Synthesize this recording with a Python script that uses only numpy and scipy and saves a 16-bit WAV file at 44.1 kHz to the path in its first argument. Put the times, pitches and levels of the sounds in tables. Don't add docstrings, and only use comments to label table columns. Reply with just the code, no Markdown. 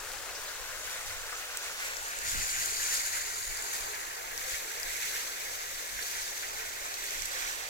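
import sys
import numpy as np
from scipy import signal
from scipy.fft import rfft, irfft
from scipy.io import wavfile

SR = 44100
rng = np.random.default_rng(int(sys.argv[2]) if len(sys.argv) > 2 else 0)


def wav_record(signal):
    frames = np.transpose(np.atleast_2d(signal))
    bounded = np.clip(frames, -1, 1)
    quanta = np.round(bounded * 32767).astype(np.int16)
    wavfile.write(sys.argv[1], SR, quanta)


N = 339129
TIME = np.arange(N) / SR
HOP = 128
BIN_HZ = np.fft.rfftfreq(4 * HOP, 1 / SR)[:, None]
FRAME_S = np.arange(-(-N // HOP) + 1) * HOP / SR


def splashes(boost_db=2.5, bubble_db=-12, swell_db=0.6):
    # frequency_hz, gain_db
    tone = [(350, -25), (700, -10), (1170, -15), (1450, -2), (2000, 1.5), (2500, 0), (3200, -9),
            (6600, -16.5)]
    slaps = amp(0.4 * patches(span_hz=900, span_s=0.061))
    froth = wash() + amp(bubble_db) * bubbles(1133, 2880, per_s=500, spread_db=-0.5, cycles=12.1,
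                                              rise=0.0314)
    thickness_db = swell_db * wander(span_s=0.051)
    return poured(froth * slaps, tone, boost_db + flow(column=1) + thickness_db)


def slops(boost_db=4, rise_s=0.0054, decay_s=0.025, width_octaves=0.38):
    # start_s, level_db, pitch_hz
    lumps = [(.345, -41, 5200), (1.32, -37, 1530), (1.81, -38, 1900), (2.06, -38.5, 1720),
             (2.54, -37, 2000), (2.922, -38.5, 1710), (3.165, -41, 1820), (3.93, -39, 1950),
             (4.535, -37, 2090), (5.018, -36, 2120), (5.148, -37.5, 2180), (5.984, -37.5, 1910),
             (6.145, -45, 1950), (6.422, -36, 2040), (7.145, -43, 2000)]
    out = 0
    for start_s, level_db, pitch_hz in lumps:
        band = np.exp(-.5 * (np.log2((BIN_HZ + 1) / pitch_hz) / width_octaves) ** 2)
        froth = unit(sound(wash() * band))
        age = np.maximum(TIME - start_s, 0)
        envelope = (1 - np.exp(-age / rise_s)) * np.exp(-age / decay_s)
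        out = out + amp(level_db + boost_db) * froth * envelope
    return out


def spray(boost_db=2.5, plink_db=-9, fizz_db=3):
    # frequency_hz, gain_db
    tone = [(750, -31.5), (1500, -14.5), (3200, -5.5), (4500, -5), (5300, -6), (6300, -2.5), (6950, 1.5),
            (7450, -1), (8000, -5.5), (8800, -7.5), (10500, -5), (13000, -8), (15500, -13.5)]
    clicks = unit(impacts(per_s=2400, spread_db=1.5, scatter_s=.00003))
    drops = spectra(clicks) * amp(3.3 * patches(span_hz=1490, span_s=0.02))
    shatter = fade_after(clicks ** 2, decay_s=0.0079)
    fizz = unit(np.sqrt(shatter) * sound(wash()))
    plinks = bubbles(3866, 7360, per_s=800, spread_db=1, cycles=7.1, rise=0.005)
    mist = wash()
    patter = sound(drops + amp(plink_db) * plinks + mist) + amp(fizz_db) * fizz
    patter *= showers(per_s=55, decay_s=0.023, depth=0.16)
    return poured(spectra(patter), tone, boost_db + flow(column=2))


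def drips(boost_db=3, splat_db=-6, attack_s=0.00016, settle_db=-23, settle_s=0.017):
    # start_s, level_db, pitch_hz, left_minus_right_db, ring_decay_s, splat_decay_s
    large_drops = [(0.118, -27, 4600, -3, 0.00047, .0007), (.4163, -32, 7000, 2, .0008, .001),
                   (1.0745, -34, 7300, -2, .0011, .002), (1.572, -19, 7670, -4, 0.00065, 0.0013),
                   (1.6423, -36, 4700, -8, .001, .001), (1.913, -32, 6900, -3, .0008, .0007),
                   (1.9688, -25, 5300, 20, 0.00068, .0004), (2.082, -33, 11000, -3, .001, .002),
                   (2.188, -26, 7300, -5, .0011, .003), (2.316, -28, 6600, -4, .0011, .004),
                   (2.399, -25, 4700, 4, 0.00095, 0.0006), (2.4955, -25, 4800, 3, .0014, .0007),
                   (2.658, -20.5, 6730, 2, 0.0017, .003), (2.77, -26, 4680, 3, .0016, .0005),
                   (2.868, -29, 4680, 3, .0016, .0005), (2.9395, -19, 7200, 0, 0.0023, .0045),
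                   (3.052, -30, 4750, 0, .0016, .0005), (3.082, -33, 4650, 3, .0016, .0005),
                   (3.1402, -33, 4700, 2, .001, .001), (3.477, -27, 7000, 0, .0013, .002),
                   (3.573, -30, 4770, -3, .0022, .0005), (3.624, -24, 6900, -3, 0.0016, 0.00099),
                   (3.749, -34, 4550, 2, .0016, .0008), (3.7647, -25, 4800, -1, .001, .003),
                   (3.951, -28, 4900, 5, .0004, .0005), (4.0512, -29.5, 4200, 3, .0009, .001),
                   (4.3775, -25, 5770, 3, 0.00099, 0.0019), (4.496, -25, 6700, 6, .0011, .002),
                   (4.718, -32, 6290, 0, .0011, .002), (4.7995, -26, 6540, 3, .0011, .001),
                   (4.8315, -25, 4940, 19, 0.0015, 0.00054), (5.0303, -32, 6900, 4, .001, .001),
                   (5.5565, -35, 4900, -2, .0007, .0007), (6.025, -26.5, 4500, -2, 0.0013, .002),
                   (6.114, -25, 5000, 15, .0006, .0006), (6.3775, -29, 6100, 5, .0011, .001),
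                   (6.9414, -26.5, 4200, -1, .0011, .0011), (7.064, -27.5, 6400, -3, .0008, .001),
                   (7.1074, -25, 6400, -2, .0008, .001), (7.221, -22.5, 6300, -10, .0011, .001),
                   (7.256, -22, 7800, -3, 0.00086, 0.0022)]
    t, out = np.arange(16 * HOP) / SR, np.zeros((2, N))
    bright = signal.butter(1, [4500, 15000], "band", fs=SR)
    for start_s, level_db, pitch_hz, pan_db, ring_s, splat_s in large_drops:
        ring = np.sin(2 * np.pi * pitch_hz * t) * np.exp(-t / ring_s)
        fade = amp(splat_db) * np.exp(-t / splat_s) + amp(settle_db) * np.exp(-t / settle_s)
        splat = unit(signal.lfilter(*bright, rng.standard_normal((2, len(t))))) * fade
        drop = (ring + splat) * (1 - np.exp(-(t / attack_s) ** 2))
        at = round(start_s * SR)
        out[:, at:at + len(t)] += drop / abs(drop).max() * amp(level_db + boost_db) * sides(pan_db)
    return out


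def trickle(gain_db=-13):
    tinkle = bubbles(4340, 4930, per_s=40, spread_db=-1, cycles=15, rise=0.002, count=8)
    return unit(sound(tinkle)) * amp(gain_db + flow(column=2))


def channel(gurgle_db=-14, swell_db=0.68):
    # frequency_hz, gain_db
    tone = [(85, -14), (170, -14.5), (260, -18), (340, -4), (460, -3.5), (750, -1.5), (1100, 0.5),
            (1800, -3), (3200, -17.5), (6400, -11)]
    # time_s, level_db
    drift = [(0, -47.5), (1.1, -49), (2.3, -48.5), (3.8, -44), (6, -46), (7.69, -44.5)]
    churn = amp(0.96 * patches(span_hz=159, span_s=0.26))
    gurgle = bubbles(405.3, 1303, per_s=260, spread_db=2, cycles=16.3, rise=0.011)
    rush = (wash() + amp(gurgle_db) * gurgle) * churn
    return poured(rush, tone, curve(drift, TIME) + swell_db * wander(span_s=0.063))


def flow(column, rise_s=0.013, drain_s=0.033):
    # time_s, splash_db, spray_db
    fall = [(0, -44, -45.5), (1.45, -42, -45.5), (2.15, -41.5, -42.5), (2.45, -43.5, -37.5),
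            (2.8, -42, -36), (3.3, -43, -39.5), (3.8, -43.5, -40.5), (4.2, -45, -46.5), (4.7, -45, -43),
            (5.45, -45.5, -42.5), (6.75, -44.8, -43.5), (7.69, -43.5, -43)]
    # start_s, length_s, extra_splash_db, extra_spray_db
    gushes = [(0.844, 0.12, 4, 1.5), (1.062, .05, 1.5, 2.5), (1.608, 0.08, 2.5, 2.5), (1.784, .09, 5.5, 2),
              (2.246, 0.075, 3.5, 4), (2.326, 0.34, 4.5, 1), (2.792, 0.2, 4, 3), (3.03, .05, 2.5, 2.5),
              (3.124, 0.075, 3.5, 1.5), (3.698, 0.07, 2, 2.5), (4.38, 0.19, 0, 2.5), (4.455, 0.07, 2, 4),
              (4.846, 0.36, 2.7, 3), (5.01, 0.062, 1, 2), (6.012, 0.26, 1.2, 2), (6.346, 0.067, -0.5, 3),
              (6.57, 0.03, 3.5, 3), (7.016, 0.51, 2, 2.5), (7.32, 0.14, 3, 1)]
    level_db = curve(fall, TIME, column)
    for start_s, length_s, *extra_db in gushes:
        arrive = 1 - np.exp(-np.maximum(TIME - start_s, 0) / rise_s)
        drain = np.exp(-np.maximum(TIME - start_s - length_s, 0) / drain_s)
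        level_db = level_db + extra_db[column - 1] * arrive * drain
    return level_db


def bubbles(low_hz, high_hz, per_s, spread_db, cycles, rise, count=16):
    t, out = np.arange(16 * HOP) / SR, 0
    for hz in np.geomspace(low_hz, high_hz, count):
        age = t * hz / cycles
        ring = np.exp(-age) * np.sin(2 * np.pi * hz * t * (1 + rise * age))
        births = impacts(per_s / count, spread_db, scatter_s=.00008)
        out = out + signal.oaconvolve(births, unit(ring)[None], axes=1)[:, :N]
    return spectra(unit(out))


def impacts(per_s, spread_db, scatter_s):
    at = np.flatnonzero(rng.random(N) < per_s / SR)
    size = amp(spread_db * np.minimum(rng.exponential(1, N), 5)) * rng.choice([-1, 1], N)
    lag = np.round(scatter_s * SR * rng.standard_normal(N)).astype(int)
    return np.array([np.bincount(at, size[at], N), np.bincount((at + lag[at]) % N, size[at], N)])


def showers(per_s, decay_s, depth):
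    starts = (rng.random(N) < per_s / SR) * rng.exponential(1, N)
    return np.sqrt(1 + depth * fade_after(starts, decay_s))


def wash():
    # frequency_hz, likeness (0 to 1)
    likeness = [(100, 1), (400, 0.94), (800, 0.47), (1300, 0.59), (2000, 0.57), (2900, 0.33), (4200, 0.12),
                (6400, 0.1), (8000, 0.13), (11000, 0.2), (15000, 0.1)]
    left, other = spectra(rng.standard_normal((2, N)))
    same = across(likeness)
    return np.array([left, same * left + np.sqrt(1 - same ** 2) * other])


def poured(texture, tone, level_db):
    return unit(sound(texture * amp(across(tone)))) * amp(level_db)


def turning_microphone(water, port_gap_s=0.000497):
    # time_s, degrees_to_the_left, left_minus_right_db
    path = [(0, 2.4, 3), (.8, 10.3, 1.5), (1.2, 12.4, 1), (1.7, 17, 0.5), (2.3, 53, -0.5), (3.65, 70, -1),
            (4.3, 92, 0.5), (6, 112, 0.3), (7, 118.5, -1), (7.7, 144, -4)]
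    angles = [15, 68, 100, 132]
    # centre_hz, width_hz, gain_db at each of the four angles
    left_bands = [(513, 33, 7, 0.5, 3, 3), (1240, 250, 4, 2.5, -2, 3.5), (2480, 560, -6, -4, -5.5, -9.5),
                  (2850, 110, 2, 2, 0.5, 0), (3300, 270, 1.5, -0.5, 2.5, 5), (6040, 430, 1.5, 2, 4, 5.5),
                  (6850, 340, -1, 4.5, 1.5, 0.5), (7830, 450, -0.5, -4, -3, -4),
                  (8630, 280, -2.5, 4.5, -5.5, -4), (8970, 160, 4, -1, 6.5, -2),
                  (11300, 690, -5.5, -1.5, 0, -1.5), (13100, 1300, -0.8, 2.0, 3.5, 2)]
    right_bands = [(513, 40, 6.5, -5.5, 4.5, -1.5), (780, 420, 2, 1, 1.0, -2), (2020, 430, -8, 0, 2.5, 0.5),
                   (2840, 680, -0.5, -4.5, 0, -1.4), (3750, 470, 2, -1, 2, 3), (5780, 420, 4, -2.5, 3.5, 4),
                   (6960, 420, -2, 0.5, -8.5, -6), (8000, 510, 5, 3.5, 8.5, 5.5),
                   (9470, 710, -3, -4.5, -10.5, -5.5), (12340, 1470, -2, -3.5, -5, -10.5),
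                   (13700, 830, 1, -6, 4.5, 5)]
    angle = curve(path, FRAME_S)
    shade_db = np.array([notch(column=1), notch(column=3)])
    for port, bands in enumerate((left_bands, right_bands)):
        for hz, width_hz, *gains_db in bands:
            shade_db[port] += bump(hz, width_hz) * np.interp(angle, angles, gains_db)
    lag_s = port_gap_s * np.sin(np.radians(angle))
    lead = np.exp(1j * np.pi * BIN_HZ * lag_s)
    heard = sound(spectra(water) * amp(shade_db) * np.array([lead, 1 / lead]))
    return heard * sides(curve(path, TIME, column=2))


def notch(column, width_hz=480):
    # time_s, left_hz, left_db, right_hz, right_db
    sweep = [(.3, 6100, -1, 7000, -1.5), (.8, 7000, 1, 7900, -1), (1.3, 7600, -1, 10400, -2),
             (1.55, 7950, -10, 12400, -12), (1.9, 8500, -13, 13500, -11), (2.2, 12600, -5, 13700, 0),
             (2.9, 14300, -4, 14500, 0), (3.9, 15000, -2, 15500, -4.5), (5.5, 15500, 1, 15900, -6)]
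    return curve(sweep, FRAME_S, column + 1) * bump(curve(sweep, FRAME_S, column), width_hz)


def breeze(boost_db=9.5, gust_db=3, puff_boost_db=2):
    # time_s, level_db
    strength = [(0, -61.5), (1.15, -69.5), (1.5, -66.5), (2.1, -67.5), (2.4, -58.5), (3.1, -65.5),
                (3.5, -65), (3.9, -68), (5.4, -69), (7.2, -65.5), (7.69, -70)]
    # peak_s, level_db, half_length_s, left_minus_right_db, speed_ratio
    puffs = [(0.61, -50, 0.023, 4, 1.2), (1.124, -52, 0.16, -7, 1.0), (2.26, -51, 0.031, -12, 1.5),
             (2.365, -41, 0.033, 2, 2.1), (2.4, -45, 0.035, 4, 1.2), (2.6, -50.5, 0.032, -12, 1.7),
             (3.505, -46.5, 0.046, 11, 1.05), (4.538, -48.5, 0.019, 20, 1.9), (5.959, -51, 0.036, -19, 2.2),
             (7.215, -50, 0.065, -5, 1.1)]
    gusts = np.array([wander(span_s=0.095) for _ in range(2)])
    out = eddies(speed_ratio=1) * amp(curve(strength, TIME) + boost_db + gust_db * gusts)
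    for peak_s, level_db, half_length_s, pan_db, speed_ratio in puffs:
        passing = np.exp(-((TIME - peak_s) / half_length_s) ** 2)
        puff = unit(eddies(speed_ratio) * passing * sides(pan_db))
        out = out + puff * np.sqrt(np.mean(passing ** 2)) * amp(level_db + puff_boost_db)
    return out


def eddies(speed_ratio):
    # frequency_hz, gain_db
    tone = [(8, -4.5), (22, 5), (45, -4.5), (100, -10.5), (180, -28.5), (300, -27), (700, -59)]
    hz, gain_db = np.transpose(tone)
    gains = amp(np.interp(np.log(np.fft.rfftfreq(N, 1 / SR) + 1), np.log(hz * speed_ratio), gain_db))
    return unit(irfft(rfft(rng.standard_normal((2, N))) * gains, N))


def patches(span_hz, span_s):
    field = np.fft.rfft2(rng.standard_normal((320, 3072)))
    per_hz = np.fft.fftfreq(len(field), SR / (4 * HOP))[:, None]
    per_s = np.linspace(0, SR / HOP / 2, field.shape[1])
    blur = np.exp(-2 * ((per_hz * span_hz) ** 2 + (per_s * span_s) ** 2))
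    return unit(np.fft.irfft2(field * blur)[:len(BIN_HZ), :len(FRAME_S)])


def wander(span_s):
    hz = np.fft.rfftfreq(N, 1 / SR)
    return unit(irfft(rfft(rng.standard_normal(N)) * np.exp(-2 * (hz * span_s) ** 2), N))


def fade_after(pulses, decay_s):
    return signal.lfilter([1], [1, -np.exp(-1 / (decay_s * SR))], pulses)


def bump(centre_hz, width_hz):
    return np.exp(-.5 * ((BIN_HZ - centre_hz) / width_hz) ** 2)


def sides(pan_db):
    gains = amp(np.array([[1], [-1]]) * pan_db / 2)
    return gains / np.sqrt(np.mean(gains ** 2, axis=0))


def curve(rows, t, column=1):
    rows = np.asarray(rows)
    return np.interp(t, rows[:, 0], rows[:, column])


def across(points):
    hz, value = np.transpose(points)
    return np.interp(np.log(BIN_HZ + 1), np.log(hz + 1), value)


def spectra(x):
    return signal.stft(x, nperseg=4 * HOP, noverlap=3 * HOP)[2]


def sound(frames):
    return signal.istft(frames, nperseg=4 * HOP, noverlap=3 * HOP)[1][..., :N]


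def amp(db):
    return 10 ** (np.asarray(db) / 20)


def unit(x):
    return x / np.sqrt(np.mean(abs(x) ** 2) + 1e-20)


def scene():
    water = channel() + splashes() + slops() + spray() + trickle() + drips()
    return turning_microphone(water) + breeze()


def record(dry, cutoff_hz=15900):
    low_pass = signal.firwin(601, cutoff_hz, window=("kaiser", 8), fs=SR)
    return signal.oaconvolve(dry, low_pass[None], "same")


dry = scene()
out = record(dry)
wav_record(out)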